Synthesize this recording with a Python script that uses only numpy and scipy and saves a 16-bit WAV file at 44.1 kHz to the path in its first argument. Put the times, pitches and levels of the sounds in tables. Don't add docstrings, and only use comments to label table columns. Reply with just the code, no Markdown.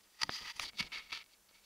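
import sys
import numpy as np
from scipy.fft import rfft, irfft, next_fast_len
from scipy.io import wavfile
from scipy.ndimage import uniform_filter1d, map_coordinates

SR = 44100
rng = np.random.default_rng(int(sys.argv[2]) if len(sys.argv) > 2 else 0)


def dump(signal):
    limited = np.clip(np.atleast_2d(signal).T, -1, 1)
    pcm = np.round(limited * 32767).astype(np.int16)
    wavfile.write(sys.argv[1], SR, pcm)


N = 72765

# frequency in Hz, relative gain in dB.
FIRST_COLOUR = [(60, -19.5), (300, -21), (600, -20), (900, -6.5), (1500, -5.5), (2600, 1.5), (4200, -4.5),
                (6000, -6), (8000, -21.5), (10000, -20.5), (15500, -27.5)]
SECOND_COLOUR = [(60, -21.5), (300, -16.5), (700, -16.5), (1100, -9), (1550, -7.5), (2600, 2), (4200, 0),
                 (5800, -5), (6800, -13.5), (8200, -21), (10000, -19.5), (15500, -30.5)]
# centre in Hz, width in Hz, lift in dB.
FIRST_RESONANCES = [(920, 120, 8.5), (1253, 105, 11), (1670, 90, -0.5), (1927, 276, 10.5), (3100, 91, 2.5),
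                    (3390, 85, 3.5), (4750, 520, 10), (5960, 220, 1.5), (9600, 360, -0.5)]
SECOND_RESONANCES = [(470, 140, 5), (937, 80, 9), (1290, 170, 9), (1780, 130, 5), (2230, 190, 13),
                     (2730, 100, 3), (3350, 130, 4), (3740, 220, 4), (4560, 420, 10)]


def amp(db):
    return 10 ** (np.asarray(db) / 20)


def unit(x):
    return x / np.sqrt(np.mean(x ** 2) + 1e-20)


def along(points, hz):
    freqs, values = np.transpose(points)
    return np.interp(np.log(hz + 1), np.log(freqs + 1), values)


def wobble(rate):
    return map_coordinates(rng.standard_normal(int(N * rate / SR) + 4), [np.arange(N) * rate / SR])


def filtered(x, response):
    size = 2 * next_fast_len(N // 2 + SR // 10)
    return irfft(rfft(x, size) * response(np.fft.rfftfreq(size, 1 / SR)), size)[..., :N]


def minimum_phase(db):
    cepstrum = irfft(db * np.log(10) / 20)
    half = len(cepstrum) // 2
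    folded = np.r_[cepstrum[0], 2 * cepstrum[1:half], cepstrum[half], np.zeros(half - 1)]
    response = np.exp(rfft(folded))
    return response / np.sqrt(np.mean(abs(response) ** 2))


def peak(hz, centre_hz, width_hz):
    return 1 / (1 + (2 * (hz - centre_hz) / width_hz) ** 2)


def body(colour, resonances, hz):
    return along(colour, hz) + sum(db * peak(hz, centre, width) for centre, width, db in resonances)


def noise_band(centre_hz, width_hz):
    return unit(filtered(rng.standard_normal(N), lambda hz: peak(hz, centre_hz, width_hz)))


def swell(at_s, rise_s, fall_s):
    t = np.arange(N) / SR - at_s
    return np.exp(np.maximum(np.minimum(t / rise_s, -t / fall_s), -50))


def impulse(at_s):
    return np.arange(N) == round(at_s * SR)


def contact(at_s, crumble_db, rise_s, fall_s):
    cloud = rng.standard_normal(N) * swell(at_s, rise_s, fall_s)
    force = impulse(at_s) + amp(crumble_db) * cloud / np.linalg.norm(cloud)
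    spectrum = rfft(force, 2 * next_fast_len(N // 2 + 1))
    power = abs(spectrum) ** 2
    local_power = abs(uniform_filter1d(power, size=250)) + 1e-12
    return irfft(spectrum * np.sqrt(power.mean() / local_power))[:N]


def air():
    # frequency in Hz, relative gain in dB.
    colour = [(15, -51), (25, -3.5), (164, -17), (198, -5.5), (240, -15), (313, -12), (1490, -13.5),
              (2060, -15.5), (2560, -15), (4260, -16), (6210, -14), (15500, -19)]
    # frequency in Hz, side over mid in dB.
    width = [(30, -46), (300, -19), (2000, -23), (4000, -19), (8000, -8), (15000, -7.5)]
    noise = rng.standard_normal((2, N))
    mid, side = filtered(noise, lambda hz: amp([along(colour, hz), along(colour, hz) + along(width, hz)]))
    return amp(-68.5) * unit(np.array([mid + side, mid - side]))


def scrapes(strokes, colour, resonances, middle_db, treble_db):
    slips_per_s, spread_db, hiss_share = 2500, 3.5, 0.69
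    flutter_db, split_hz, edge_s = 1.44, 3200, .003
    t = np.arange(N) / SR
    sizes = amp(spread_db * np.minimum(rng.exponential(size=N), 4))
    slips = (rng.random(N) < slips_per_s / SR) * sizes * rng.choice([-1, 1], N)
    friction = np.sqrt(1 - hiss_share) * unit(slips) + np.sqrt(hiss_share) * rng.standard_normal(N)
    friction *= amp(flutter_db * wobble(130.25))
    rub = filtered(friction, lambda hz: minimum_phase(body(colour, resonances, hz)))
    middle = filtered(rub, lambda hz: 1 / (1 + (hz / split_hz) ** 12))
    treble = rub - middle
    envelopes = np.zeros((2, N))
    for stroke in strokes:
        times, *band_levels = np.transpose(stroke)
        gate = np.clip(np.minimum(t - times[0], times[-1] - t) / edge_s + .5, 0, 1)
        envelopes += gate * amp([np.interp(t, times, db) for db in band_levels])
    return amp(middle_db) * envelopes[0] * unit(middle) + amp(treble_db) * envelopes[1] * unit(treble)


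def rubs():
    # time in seconds, relative levels of middle and treble in dB.
    first_strokes = [
        [(0.0, -74, -87), (0.01, -69.5, -72), (0.022, -103, -87), (0.038, -77, -68), (0.076, -71.5, -82),
         (0.082, -83, -77), (0.186, -68, -66), (0.212, -46.5, -47.5)],
        [(0.243, -60, -49), (0.249, -67, -61.5), (0.284, -63, -61)],
        [(0.301, -52, -53), (0.307, -56, -50.5), (0.343, -49.5, -43.5), (0.437, -54.5, -53.5),
         (0.453, -47.5, -49), (0.511, -48, -48), (0.521, -58, -58), (0.53, -75, -73)],
        [(0.53, -73.5, -71), (0.536, -64, -63), (0.556, -65, -59), (0.566, -52, -52), (0.578, -59.5, -56),
         (0.589, -58, -50)],
        [(0.603, -39, -47), (0.609, -51, -48), (0.637, -44.5, -41), (0.645, -46, -48)],
    ]
    second_strokes = [
        [(0.645, -52, -44), (0.675, -53.5, -48.5), (0.689, -53.5, -44.5), (0.695, -47, -49), (0.715, -84, -96),
         (0.727, -65, -86), (0.73, -70, -74)],
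        [(0.74, -64, -70), (0.766, -69, -60.5), (0.79, -41.5, -37.5), (0.806, -32.5, -31.5),
         (0.816, -44.5, -52.5), (0.862, -58, -53.5), (0.874, -49, -52), (0.886, -59, -71)],
        [(0.886, -67, -71), (0.89, -71, -87), (0.914, -58.5, -68), (0.916, -55, -63)],
        [(0.919, -42.5, -52.5), (0.933, -43, -47.5), (0.987, -41, -48.5), (1.011, -53, -60.5),
         (1.047, -58.5, -61.5), (1.088, -65, -67)],
        [(1.088, -66, -70), (1.108, -52.5, -59), (1.112, -54, -50)],
        [(1.119, -39, -46), (1.129, -35.5, -49), (1.145, -46, -44.5), (1.165, -46.5, -49.5), (1.173, -45, -48),
         (1.193, -53, -55.5), (1.217, -52.5, -59.5), (1.232, -61, -70)],
        [(1.28, -89, -86), (1.284, -94, -87), (1.29, -73, -76), (1.336, -71, -62), (1.346, -74, -72),
         (1.352, -78, -86), (1.36, -86, -90)],
        [(1.485, -79, -73), (1.489, -80, -65.5), (1.515, -71, -72), (1.519, -78, -84), (1.549, -63, -66),
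         (1.601, -72.5, -75), (1.613, -79.5, -80), (1.65, -70, -62)],
    ]
    first = scrapes(first_strokes, FIRST_COLOUR, FIRST_RESONANCES, middle_db=-1.06, treble_db=-1.3)
    second = scrapes(second_strokes, SECOND_COLOUR, SECOND_RESONANCES, middle_db=-2.68, treble_db=-1.85)
    return first + second


def double_crack():
    # time in seconds, strength in dB, cloud over impulse in dB, rise and fall in seconds.
    fractures = [(0.2169, -20, 9.5, 0.0017, 0.0044), (0.2192, -14.5, 4.5, 0.00041, 0.0017),
                 (0.2298, -31, 11, 0.0067, 0.0023), (0.2333, -10.5, 7, 0.00041, 0.0018)]
    # frequency in Hz, relative gain in dB.
    colour = [(60, -23), (300, -22.5), (600, -19.5), (900, -9), (1500, -5.5), (2600, -5), (3700, -7),
              (4400, -4.5), (6000, -5.5), (8000, -26), (10000, -18.5), (15500, -41)]
    # centre in Hz, width in Hz, lift in dB.
    resonances = [(905, 150, 11), (1240, 150, 8), (1945, 200, 12), (3200, 400, 4), (4720, 420, 13),
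                  (5850, 300, 3)]
    force = sum(amp(db) * contact(at_s, *shape) for at_s, db, *shape in fractures)
    return filtered(force, lambda hz: minimum_phase(body(colour, resonances, hz)))


def thuds():
    # peak time in seconds, rumble level in dB, fall in seconds, boom over rumble in dB.
    loads = [(0.237, -61, 0.031, 4.5), (0.297, -65, 0.061, 0.5), (0.416, -57.5, 0.016, -6.5),
             (0.461, -62.5, .014, -11), (0.559, -69.5, 0.043, -1.5), (.604, -59.5, 0.031, -2),
             (0.649, -57.5, 0.027, -27), (0.737, -72, 0.073, 6), (0.809, -55, 0.023, 1),
             (.845, -64, 0.065, -5), (.94, -73.5, 0.19, -9), (1.128, -66, 0.019, 0)]
    # frequency in Hz, relative gain in dB.
    colour = [(20, -2), (55, 4), (100, -10.5), (190, -16), (300, -9.5), (450, -10.5), (900, -12),
              (3000, -80)]
    rise_s = 0.0079
    rumble = unit(filtered(rng.standard_normal(N), lambda hz: amp(along(colour, hz))))
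    boom = noise_band(centre_hz=196, width_hz=153)
    return sum(amp(db) * swell(at_s, rise_s, fall_s) * (rumble + amp(boom_db) * boom)
               for at_s, db, fall_s, boom_db in loads)


def knock():
    # time in seconds, strength in dB.
    impacts = [(0.2941, -10.5)]
    # frequency in Hz, relative gain in dB.
    colour = [(30, -1), (90, 3.5), (250, 3.5), (500, 3), (1000, 5), (1800, 6), (2600, -9), (3600, 1),
              (5000, -19), (8000, -33), (15000, -45)]
    rebound_s, rebound_db = .002, -14.5
    force = np.zeros(N)
    for at_s, db in impacts:
        strike = contact(at_s, crumble_db=-5.5, rise_s=0.00057, fall_s=0.0026)
        force += amp(db) * (strike - amp(rebound_db) * impulse(at_s + rebound_s))
    return filtered(force, lambda hz: minimum_phase(along(colour, hz)))


def rasp():
    band = noise_band(centre_hz=4840, width_hz=380)
    return amp(-41) * band * swell(at_s=.347, rise_s=0.023, fall_s=0.027)


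def snaps():
    # time in seconds, strength in dB, cloud over impulse in dB, rise and fall in seconds,
    # spectral tilt in dB per octave.
    fractures = [(.5635, -39, 1, .0005, 0.0081, 10), (.6328, -26, -1, 0.0028, 0.0038, -7),
                 (.7335, -37, -2, 0.00037, 0.0046, -7), (0.8008, -23.5, 9.5, 0.0027, 0.0015, 0),
                 (.8056, -24, 8, 0.006, 0.003, -4), (0.8273, -27.5, 9, .0004, 0.0034, -1),
                 (0.9198, -31, -11, 0.00027, .004, -1), (0.9591, -28.5, 7, 0.0015, 0.0026, -4),
                 (.9852, -30.5, 4.5, 0.0028, 0.0032, 3.5), (1.1075, -35.5, 6.5, 0.0012, 0.0041, -2.5),
                 (1.1272, -18.5, 1, 0.00068, 0.00077, -2.5), (1.1302, -22.5, 7.5, 0.00025, 0.006, -2.5),
                 (1.1742, -24.5, 4, 0.0005, 0.0037, -1.5), (1.2418, -44.5, 2, 0.00027, .001, 2),
                 (1.2625, -43.5, -5, 0.00037, 0.0011, 0), (1.492, -52, 7, 0.0017, 0.0027, -5),
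                 (1.5118, -44, -8, 0.00044, .001, -12.5)]
    second_run_s = .645
    first, second = (FIRST_COLOUR, FIRST_RESONANCES), (SECOND_COLOUR, SECOND_RESONANCES)
    out = np.zeros(N)
    for at_s, db, crumble_db, rise_s, fall_s, tilt in fractures:
        colour, resonances = first if at_s < second_run_s else second
        gain_db = lambda hz: body(colour, resonances, hz) + tilt * np.log2(np.clip(hz, 600, 6000))
        force = contact(at_s, crumble_db, rise_s, fall_s)
        out += amp(db) * filtered(force, lambda hz: minimum_phase(gain_db(hz)))
    return out


def fizz():
    # peak time in seconds, level in dB, rise and fall in seconds.
    bursts = [(.566, -58, 0.0044, 0.0077), (.598, -57, .001, .004), (.628, -49, 0.017, 0.013),
              (0.808, -49.5, .003, 0.0026)]
    # frequency in Hz, relative gain in dB.
    colour = [(100, -60), (4000, -22), (6000, 5), (7200, -5), (8200, -7), (10000, -0.5), (12000, -19),
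              (15500, -20)]
    grain_db = -1.5
    grains = rng.standard_normal(N) * amp(grain_db * np.clip(wobble(980), -2, 2))
    crackle = unit(filtered(grains, lambda hz: amp(along(colour, hz))))
    return crackle * sum(amp(db) * swell(at_s, rise_s, fall_s) for at_s, db, rise_s, fall_s in bursts)


def twig():
    # frequency in Hz, relative gain in dB.
    colour = [(60, -5), (350, -24.5), (750, -2.5), (1000, 1.5), (1300, 6), (1600, -12), (2400, 9),
              (3200, -2.5), (4100, 4), (4550, -18), (4900, -4.5), (6000, -3), (8000, -26), (11000, -14),
              (15500, -36)]
    force = contact(at_s=.5968, crumble_db=1.5, rise_s=0.0002, fall_s=0.0021)
    return amp(-13.5) * filtered(force, lambda hz: minimum_phase(along(colour, hz)))


def thump():
    start_s, pitch_hz, rise_s, fall_s = .803, 168.5, 0.0035, 0.01
    t = np.maximum(np.arange(N) / SR - start_s, 0)
    envelope = (1 - np.exp(-t / rise_s)) * np.exp(-t / fall_s)
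    return amp(-43) * np.sin(2 * np.pi * pitch_hz * t) * envelope


def scene():
    scuffs = rubs()
    breaks = double_crack() + twig() + snaps() + fizz()
    return scuffs + breaks + rasp() + knock() + thump() + thuds() + air()


def record(dry):
    cutoff_hz = 15700
    return filtered(dry, lambda hz: hz < cutoff_hz)


dry = scene()
out = record(dry)
dump(out)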